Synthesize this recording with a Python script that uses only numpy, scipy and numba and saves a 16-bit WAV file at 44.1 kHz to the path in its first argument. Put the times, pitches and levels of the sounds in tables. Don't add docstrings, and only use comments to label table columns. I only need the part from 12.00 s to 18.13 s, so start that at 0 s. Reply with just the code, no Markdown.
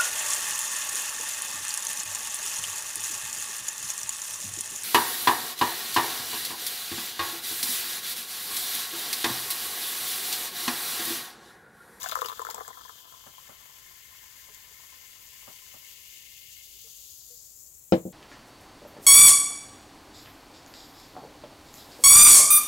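import sys
import numpy as np
from scipy import signal
from scipy.fft import rfft, irfft, next_fast_len
from scipy.io import wavfile
from numba import njit

SR = 44100
rng = np.random.default_rng(int(sys.argv[2]) if len(sys.argv) > 2 else 0)


def bounce(signal):
    frames = np.transpose(np.atleast_2d(signal))
    limited = np.clip(frames, -1, 1)
    pcm = np.round(limited * 32767).astype(np.int16)
    wavfile.write(sys.argv[1], SR, pcm)


N = 270156
TIME = np.arange(N) / SR


def amp(db):
    return 10 ** (np.asarray(db) / 20)


def rms_one(x):
    return x / np.sqrt(np.mean(x ** 2) + 1e-20)


def filtered(x, order, cut_hz, kind="low"):
    sos = signal.butter(order, cut_hz, kind, fs=SR, output="sos")
    return signal.sosfilt(sos, x + 1e-18)


def in_time(rows):
    s, *columns = np.transpose(rows)
    return [np.interp(TIME, s, column) for column in columns]


def on_bins(rows, column, size):
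    hz = np.maximum(np.arange(size // 2 + 1) * SR / size, 1)
    table = np.array(rows)
    return np.interp(np.log(hz), np.log(table[:, 0]), table[:, column])


def coloured(x, rows, column):
    size = 8192
    cepstrum = irfft(np.log(amp(on_bins(rows, column, size))))
    cepstrum[1:size // 2] *= 2
    cepstrum[size // 2 + 1:] = 0
    response = irfft(np.exp(rfft(cepstrum)))
    return signal.oaconvolve(x, response)[:N]


def drift(rate):
    r = np.exp(-80 * np.pi * rate / SR)
    noise = rng.standard_normal(N // 40 + 2002)
    slow = signal.lfilter([1], [1, -2 * r, r * r], noise)[2000:]
    return np.interp(np.arange(N) / 40, np.arange(len(slow)), rms_one(slow))


def grains(per_s, spread_db):
    sizes = amp(spread_db * np.minimum(rng.exponential(1, N), 5))
    signs = rng.choice([-1, 1], N)
    return sizes * signs * (rng.random(N) < per_s / SR)


def ring(clicks, hz, t60):
    r, w = amp(-60 / (t60 * SR)), 2 * np.pi * hz / SR
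    return signal.lfilter([0, np.sin(w)], [1, -2 * r * np.cos(w), r * r], clicks + 1e-18)


@njit
def swept(x, hz, damping, rate):
    high, band, a, b = np.zeros(len(x)), np.zeros(len(x)), 0., 0.
    for i in range(len(x)):
        g = np.tan(np.pi * hz[i] / rate)
        high[i] = (x[i] - (damping + g) * a - b) / (1 + g * (damping + g))
        band[i] = g * high[i] + a
        low = g * band[i] + b
        a, b = 2 * band[i] - a, 2 * low - b
    return high, band


def thinning(count, thin_s):
    chance = rng.random((count, 4))
    times = SPRAY_FROM_S - thin_s * np.log(1 - chance[:, 0])
    return np.minimum(times, 5), *chance[:, 1:].T


def patchy(x, depth_db):
    out, edges = x.copy(), np.geomspace(1500, 15500, 7)
    for low_hz, high_hz in zip(edges, edges[1:]):
        band = filtered(x, 1, [low_hz, high_hz], "band")
        out += (amp(depth_db * drift(21)) - 1) * band
    return out


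def room(x, t60, cut_hz):
    t = np.arange(round(t60 * SR)) / SR
    tails = rng.standard_normal((2, len(t))) * amp(-60 * t / t60) * np.minimum(t / 0.008, 1)
    tails = filtered(tails, 1, cut_hz)
    return np.array([signal.oaconvolve(x, tail / np.linalg.norm(tail))[:N] for tail in tails])


# (frequency [Hz], left level [dB], right level [dB], left-right likeness [0 to 1])
PORT_COLOUR = [(477, -1, -7.5, 0.98), (1050, 0, -3.5, .5), (1530, -5, -17.5, 0.098),
               (1840, 0.5, -3.5, 0.13), (2230, -3.5, -16.5, 0.2), (3500, 0, -2.5, 0.45),
               (3870, -1.5, -9, 0.067), (4800, 1, -5, 0.15), (5140, -1, -17, .1), (6890, 5.5, -4, 0.86),
               (7730, 2, -4.5, 0.43), (8770, -4.5, -12.5, .4), (12200, 1.5, -4, 1),
               (15660, 0.5, -3.5, 0.74)]
# (frequency [Hz], width [Hz], level against the direct sound [dB])
LEFT_LIFTS = [(1040, 90, -1), (1480, 360, 1), (1750, 107, 5), (2116, 62, 10.5), (4920, 210, -6.5)]


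def left_port(x):
    lifted = x.copy()
    for hz, width_hz, db in LEFT_LIFTS:
        r = np.exp(-np.pi * width_hz / SR)
        b = (1 - r * r) / 2 * np.array([1, 0, -1])
        a = [1, -2 * r * np.cos(2 * np.pi * hz / SR), r * r]
        lifted += amp(db) * signal.lfilter(b, a, x)
    return coloured(lifted, PORT_COLOUR, 1)


def ports(shared, apart):
    size = 2 * next_fast_len(N // 2)
    alike = np.clip(on_bins(PORT_COLOUR, 3, size), 0, 1)
    mixed = alike * rfft(shared, size) + np.sqrt(1 - alike ** 2) * rfft(apart, size)
    right = irfft(mixed)[:N]
    return np.array([left_port(shared), coloured(right, PORT_COLOUR, 2)])


# (frequency [Hz], relative level [dB])
ROOM_COLOUR = [(12, -11), (20, -35), (54, -1), (149, -10.5), (191, -18.5), (344, -17), (590, -17),
               (757, -20), (1010, -23), (1390, -23), (4400, -16.5), (5720, -79), (9680, -120)]
ROOM_DB = -66


def room_tone():
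    common, left, right = rng.standard_normal((3, N))
    common = 1.41 * filtered(common, 1, 500)
    both = np.array([coloured(common + own, ROOM_COLOUR, 1) for own in (left, right)])
    return amp(ROOM_DB) * rms_one(both) * amp([[1], [-1]])


# (time [s], fizz level [dB], pitch of the largest bursting bubbles [Hz],
#            lift by the air in the glass [dB])
FOAM_CURVE = [(0, -42, 2050, -12), (.3, -46, 2250, 6), (.62, -49, 3360, 10.5), (1, -50, 2720, 10.5),
              (1.5, -49, 1860, 4), (2, -48.5, 1490, -0.5), (2.8, -47.5, 1680, -2.5), (3.6, -46, 1960, 2),
              (4.3, -46.5, 2100, 6.5), (4.8, -45, 2740, 3.5), (5.1, -45, 3220, 1), (5.45, -46.5, 4300, 2),
              (5.75, -48, 5700, -22), (6.13, -50.5, 6100, -13)]
STRAGGLER_DB = -14
AIR_HZ, AIR_SAG_HZ, AIR_SAG_S = 2816, 900, 1.2
AIR_DAMPING = .13
BRIM_HZ, BRIM_CLIMB_HZ, BRIM_DB, BRIM_FROM_S, BRIM_RISE_S = 7500, 800, -0.5, 4.67, 0.88


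def fizz():
    fizz_db, edge_hz, air_db = in_time(FOAM_CURVE)
    level = amp(fizz_db + 0.52 * drift(15))
    parts = []
    for _ in range(2):
        small = rms_one(grains(14000, spread_db=2.5))
        large = rms_one(grains(4300, spread_db=3.0))
        for damping in (1.6, 1.2, .8):
            small = swept(small, edge_hz, damping, SR)[0]
        stragglers = amp(STRAGGLER_DB) * swept(large, edge_hz, 2.9, SR)[0]
        parts.append(level * (small + stragglers))
    heard = ports(*parts)
    air_hz = AIR_HZ + AIR_SAG_HZ * np.exp(-TIME / AIR_SAG_S)
    brim = np.clip((TIME - BRIM_FROM_S) / BRIM_RISE_S, 0, 1)
    brim_hz = BRIM_HZ - BRIM_CLIMB_HZ * (1 - brim)
    for hz, gain in ((air_hz, amp(air_db)), (brim_hz, amp(BRIM_DB) * brim)):
        heard[0] += gain * AIR_DAMPING * swept(heard[0], hz, AIR_DAMPING, SR)[1]
    return patchy(heard, depth_db=.9)


# (time [s], level [dB])
STREAM_CURVE = [(0.0, -52), (0.2, -59), (0.56, -51), (0.92, -59.5), (2.24, -64), (3.65, -64.5), (3.87, -70),
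                (4.6, -85)]


def gurgle():
    clicks = grains(1500 * amp(1.0 * drift(15)), spread_db=4.5)
    pitches = np.geomspace(960, 1550, 12)
    dealt = rng.integers(0, 12, N)
    notes = sum(ring(clicks * (dealt == k), hz, 10.0 / hz) for k, hz in enumerate(pitches))
    return amp(in_time(STREAM_CURVE)[0]) * rms_one(notes)


# (time [s], peak level [dB], centre pitch [Hz])
LOUD_SPATTERS = [(0.0124, -27, 6480), (0.0197, -26, 6240), (0.031, -12.5, 7700), (0.0394, -22, 8100),
                 (0.0817, -34, 5900), (0.0879, -13, 8900), (0.0944, -20, 3870), (0.114, -18, 3900),
                 (0.121, -22, 3650), (0.1294, -23.5, 3900), (0.1516, -23.5, 7300), (0.2117, -23, 3670),
                 (0.2448, -22, 2850), (0.2588, -19.5, 4760), (0.2853, -18, 3770), (0.292, -25, 4000),
                 (0.417, -25, 7500), (0.449, -28, 7700), (0.5003, -17.5, 4800), (0.5096, -22, 7600),
                 (0.5447, -20.5, 7900), (0.6789, -25.5, 7800), (1.3798, -37.5, 3440), (2.5454, -29.5, 7800)]
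DROP_DB, DROP_LOSS_DB_PER_S, DROP_THIN_S, DROP_HZ = -25.5, 17, .2, 3630


def spatter():
    out, t = np.zeros(N), np.arange(1500) / SR
    s, a, b, c = thinning(count=26, thin_s=DROP_THIN_S)
    drop_db = DROP_DB - DROP_LOSS_DB_PER_S * s - 11.0 * a
    octave = np.where(c < .5, 1, 2)
    drop_hz = DROP_HZ * (0.845 + 0.3 * b) * octave
    drops = [*LOUD_SPATTERS, *zip(s, drop_db, drop_hz)]
    for (s, db, hz), n in zip(drops, rng.standard_normal((len(drops), 1500))):
        crackle = n * np.abs(n) * amp(-60 * t / 0.023)
        burst = np.diff(crackle, prepend=0) + amp(-7.5) * ring(crackle, hz, 20.0 / hz)
        i = round(s * SR)
        out[i:i + 1500] += amp(db) * burst / np.abs(burst).max()
    return out


SPRAY_DB, SPRAY_FROM_S, SPRAY_LOSS_DB_PER_S = -43, 0.013, 55


def spray():
    t = TIME - SPRAY_FROM_S
    crackle = grains(2500 * amp(4.2 * drift(28)), spread_db=2.5)
    crackle = filtered(crackle, 2, [2200, 9000], "band")
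    return amp(SPRAY_DB - SPRAY_LOSS_DB_PER_S * t) * (t > 0) * rms_one(crackle)


# (time [s], level [dB], bubble pitch [Hz], cavity level against the bubble [dB])
LOUD_SPLASHES = [(0.016, -31, 1080, -13), (0.042, -21.5, 1130, -7.5), (0.06, -18, 1480, -4.5),
                 (0.094, -25, 1230, -14), (0.121, -15.5, 1280, -10), (0.155, -9.5, 1225, -34),
                 (0.17, -20, 1130, -8.5), (0.189, -19, 1320, -9), (0.218, -11, 1180, -11.5),
                 (0.248, -22, 1180, -5.5), (0.259, -20, 1210, -15), (0.285, -24, 1110, -23),
                 (0.298, -20, 1140, -23), (0.317, -22.5, 1180, -17.5), (0.326, -25.5, 1230, -15),
                 (0.394, -17.5, 1210, -7.5), (0.417, -20.5, 1020, -16), (0.45, -19.5, 1240, -20),
                 (0.468, -20, 1350, -14), (0.488, -21, 875, -18), (0.506, -27, 1280, -7),
                 (0.543, -24.5, 940, -12), (0.566, -35, 1040, -1), (0.58, -24, 1190, -4),
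                 (0.607, -22.5, 1180, -3.5), (0.679, -26.5, 1170, -7), (0.704, -32.5, 1170, -7.5),
                 (0.772, -31.5, 1150, -12), (0.811, -31, 1230, -20), (0.851, -34, 1030, -21),
                 (0.894, -27.5, 1250, -15), (1.124, -36.5, 1270, -17), (1.139, -35, 1050, -23),
                 (1.381, -36.5, 1040, -30)]
SMALL_DB, SMALL_LOSS_DB_PER_S, SMALL_THIN_S, SMALL_HZ = -31, 8, 0.75, 1150
CAVITY_HZ, CAVITY_SAG_HZ_PER_S, CAVITY_SAG_UNTIL_S = 433, 1550, 0.2365
UPPER_HZ, UPPER_FROM_S, UPPER_RISE_S = 750, 0.49, 0.091
TICK_DB = -10.5


def splashes():
    out, t = np.zeros(N), np.arange(2000) / SR
    s, a, b, c = thinning(count=12, thin_s=SMALL_THIN_S)
    small_db = SMALL_DB - SMALL_LOSS_DB_PER_S * s - 2.7 * a
    small_hz = SMALL_HZ * (1.11 + 0.51 * b)
    rows = [*LOUD_SPLASHES, *zip(s, small_db, small_hz, -8.0 - 14 * c)]
    ticks = np.diff(rng.standard_normal((len(rows), 61))) * amp(-60 * t[:60] / 0.002)
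    rise = t + 2.0 * t ** 2
    for (s, db, hz, low_db), tick in zip(rows, ticks):
        upper = np.clip((s - UPPER_FROM_S) / UPPER_RISE_S, 0, 1)
        low_hz = CAVITY_HZ + CAVITY_SAG_HZ_PER_S * max(CAVITY_SAG_UNTIL_S - s, 0)
        bubble = np.sin(2 * np.pi * hz * rise) * amp(-60 * t / 0.015)
        low_note = (1 - 0.31 * upper) * np.sin(2 * np.pi * low_hz * rise)
        note = low_note + upper * np.sin(2 * np.pi * UPPER_HZ * rise)
        cavity = amp(low_db) * note * amp(-60 * t / 0.037) * np.minimum(t / 0.0035, 1)
        i = round(s * SR)
        out[i:i + 2000] += amp(db) * np.minimum(t / 0.00086, 1) * (bubble + cavity)
        out[i:i + 60] += amp(db + TICK_DB) * tick
    return filtered(out, 4, 370, "high")


FLUTTER_HZ, FLUTTER_T60_S, FLUTTER_DB = 2150, 0.034, -69
FLUTTER_S = (1.2, 2.2, 4.6, 5.0)


def flutter():
    level = np.interp(TIME, FLUTTER_S, (0, 1, 1, 0))
    pops = grains(300, spread_db=5.0)
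    return amp(FLUTTER_DB) * level * rms_one(ring(pops, FLUTTER_HZ, FLUTTER_T60_S))


# (time [s], strength of the blow [dB])
FAR_THUDS = [(1.262, -17.5), (1.489, -17), (2.48, -29.5), (3.474, -15.5), (3.738, -20.5), (4.867, -33)]
REBOUND_S, REBOUND_DB = 0.025, -10


def thuds():
    clicks = np.zeros(N)
    for s, db in FAR_THUDS:
        clicks[round(s * SR)] = amp(db)
    clicks = clicks + amp(REBOUND_DB) * np.roll(clicks, round(REBOUND_S * SR))
    knock = filtered(clicks, 2, [450, 1300], "band")
    boom = filtered(clicks, 2, [100, 330], "band")
    dull = knock + amp(-3) * boom
    return room(dull, 0.11, 620) + 0.32 * room(dull, 0.044, 1800)[0] + 0.55 * dull


# (time [s], pitch [Hz], level [dB], time to fall to half height [s])
LOW_RINGS = [(1.885, 364, -70, 0.033), (2.498, 426, -59.5, 0.018), (2.711, 426, -60.5, 0.012),
             (4.739, 380, -71, 0.044), (4.844, 455, -59.5, 0.03), (5.304, 485, -57.5, 0.042)]


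def rings():
    out, t = np.zeros(N), np.arange(6000) / SR
    for s, hz, db, length in LOW_RINGS:
        i = round(s * SR)
        shape = np.minimum(t / 0.0014, 1) / (1 + (t / length) ** 4)
        out[i:i + 6000] += amp(db) * np.sin(2 * np.pi * hz * t) * shape
    return out


# (time [s], strength [dB], contact cut-off [Hz])
CAN_KNOCKS = [(5.9226, -10, 2860), (6.053, -26, 372), (6.07, -37.5, 605)]
# (pitch [Hz], relative level [dB], time to fall by 60 dB [s])
SHELF_NOTES = [(132.3, -11, 0.29), (167, -14, 0.63), (189.3, 8.5, 0.16), (238, -5, 0.085), (329, 0, 0.13),
               (374, -25, 0.03), (464, -9, 0.14), (515, -2.5, 0.13), (674, -4, 0.061), (756, -2.5, 0.082),
               (846, -1.5, 0.055), (960, -30, .12)]
# (pitch [Hz], relative level [dB], time to fall by 60 dB [s])
CAN_NOTES = [(1364, 6.5, 0.033), (2500, 0, 0.036), (3040, -2, 0.096), (3900, 3, 0.033), (5240, 16.5, 0.011)]


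def knocks():
    push = np.zeros(N)
    for s, db, hz in CAN_KNOCKS:
        click = np.zeros(N)
        click[round(s * SR)] = -amp(db)
        push += filtered(click, 2, hz)
    shelf = sum(amp(db) * ring(push, hz, t60) for hz, db, t60 in SHELF_NOTES)
    shelf = filtered(shelf, 2, [300, 650], "band") + 0.29 * shelf
    shelf = filtered(shelf, 2, 120, "high")
    can = amp(-22.0) * sum(amp(db) * ring(push, hz, t60) for hz, db, t60 in CAN_NOTES)
    thump = filtered(push, 2, [130, 750], "band")
    clack = filtered(push, 2, 1000, "high")
    body = (shelf + amp(24.0) * room(thump, 0.15, 380)[0]) * amp([[1], [-1]])
    body[1] = np.roll(body[1], round(0.00028 * SR))
    boom = amp(2.5) * room(thump, 0.42, 740)
    bright = (can + amp(11) * room(clack, 0.14, 8700)) * amp([[4], [-5]])
    return body + boom + bright


PORT_LAG_S = 0.000303


def scene():
    pour = splashes() + spatter() + gurgle() + spray() + flutter()
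    wet = amp(-10) * room(pour, .07, 7300)
    late = np.interp(np.arange(N) - PORT_LAG_S * SR, np.arange(N), pour)
    heard = np.array([left_port(pour + wet[0]), coloured(late + wet[1], PORT_COLOUR, 2)])
    return heard + fizz() + thuds() + rings() + knocks() + room_tone()


CUTOFF_HZ = 15800


def record(dry):
    return signal.sosfilt(signal.ellip(12, .5, 75, CUTOFF_HZ, fs=SR, output="sos"), dry)


dry = scene()
out = record(dry)
bounce(out)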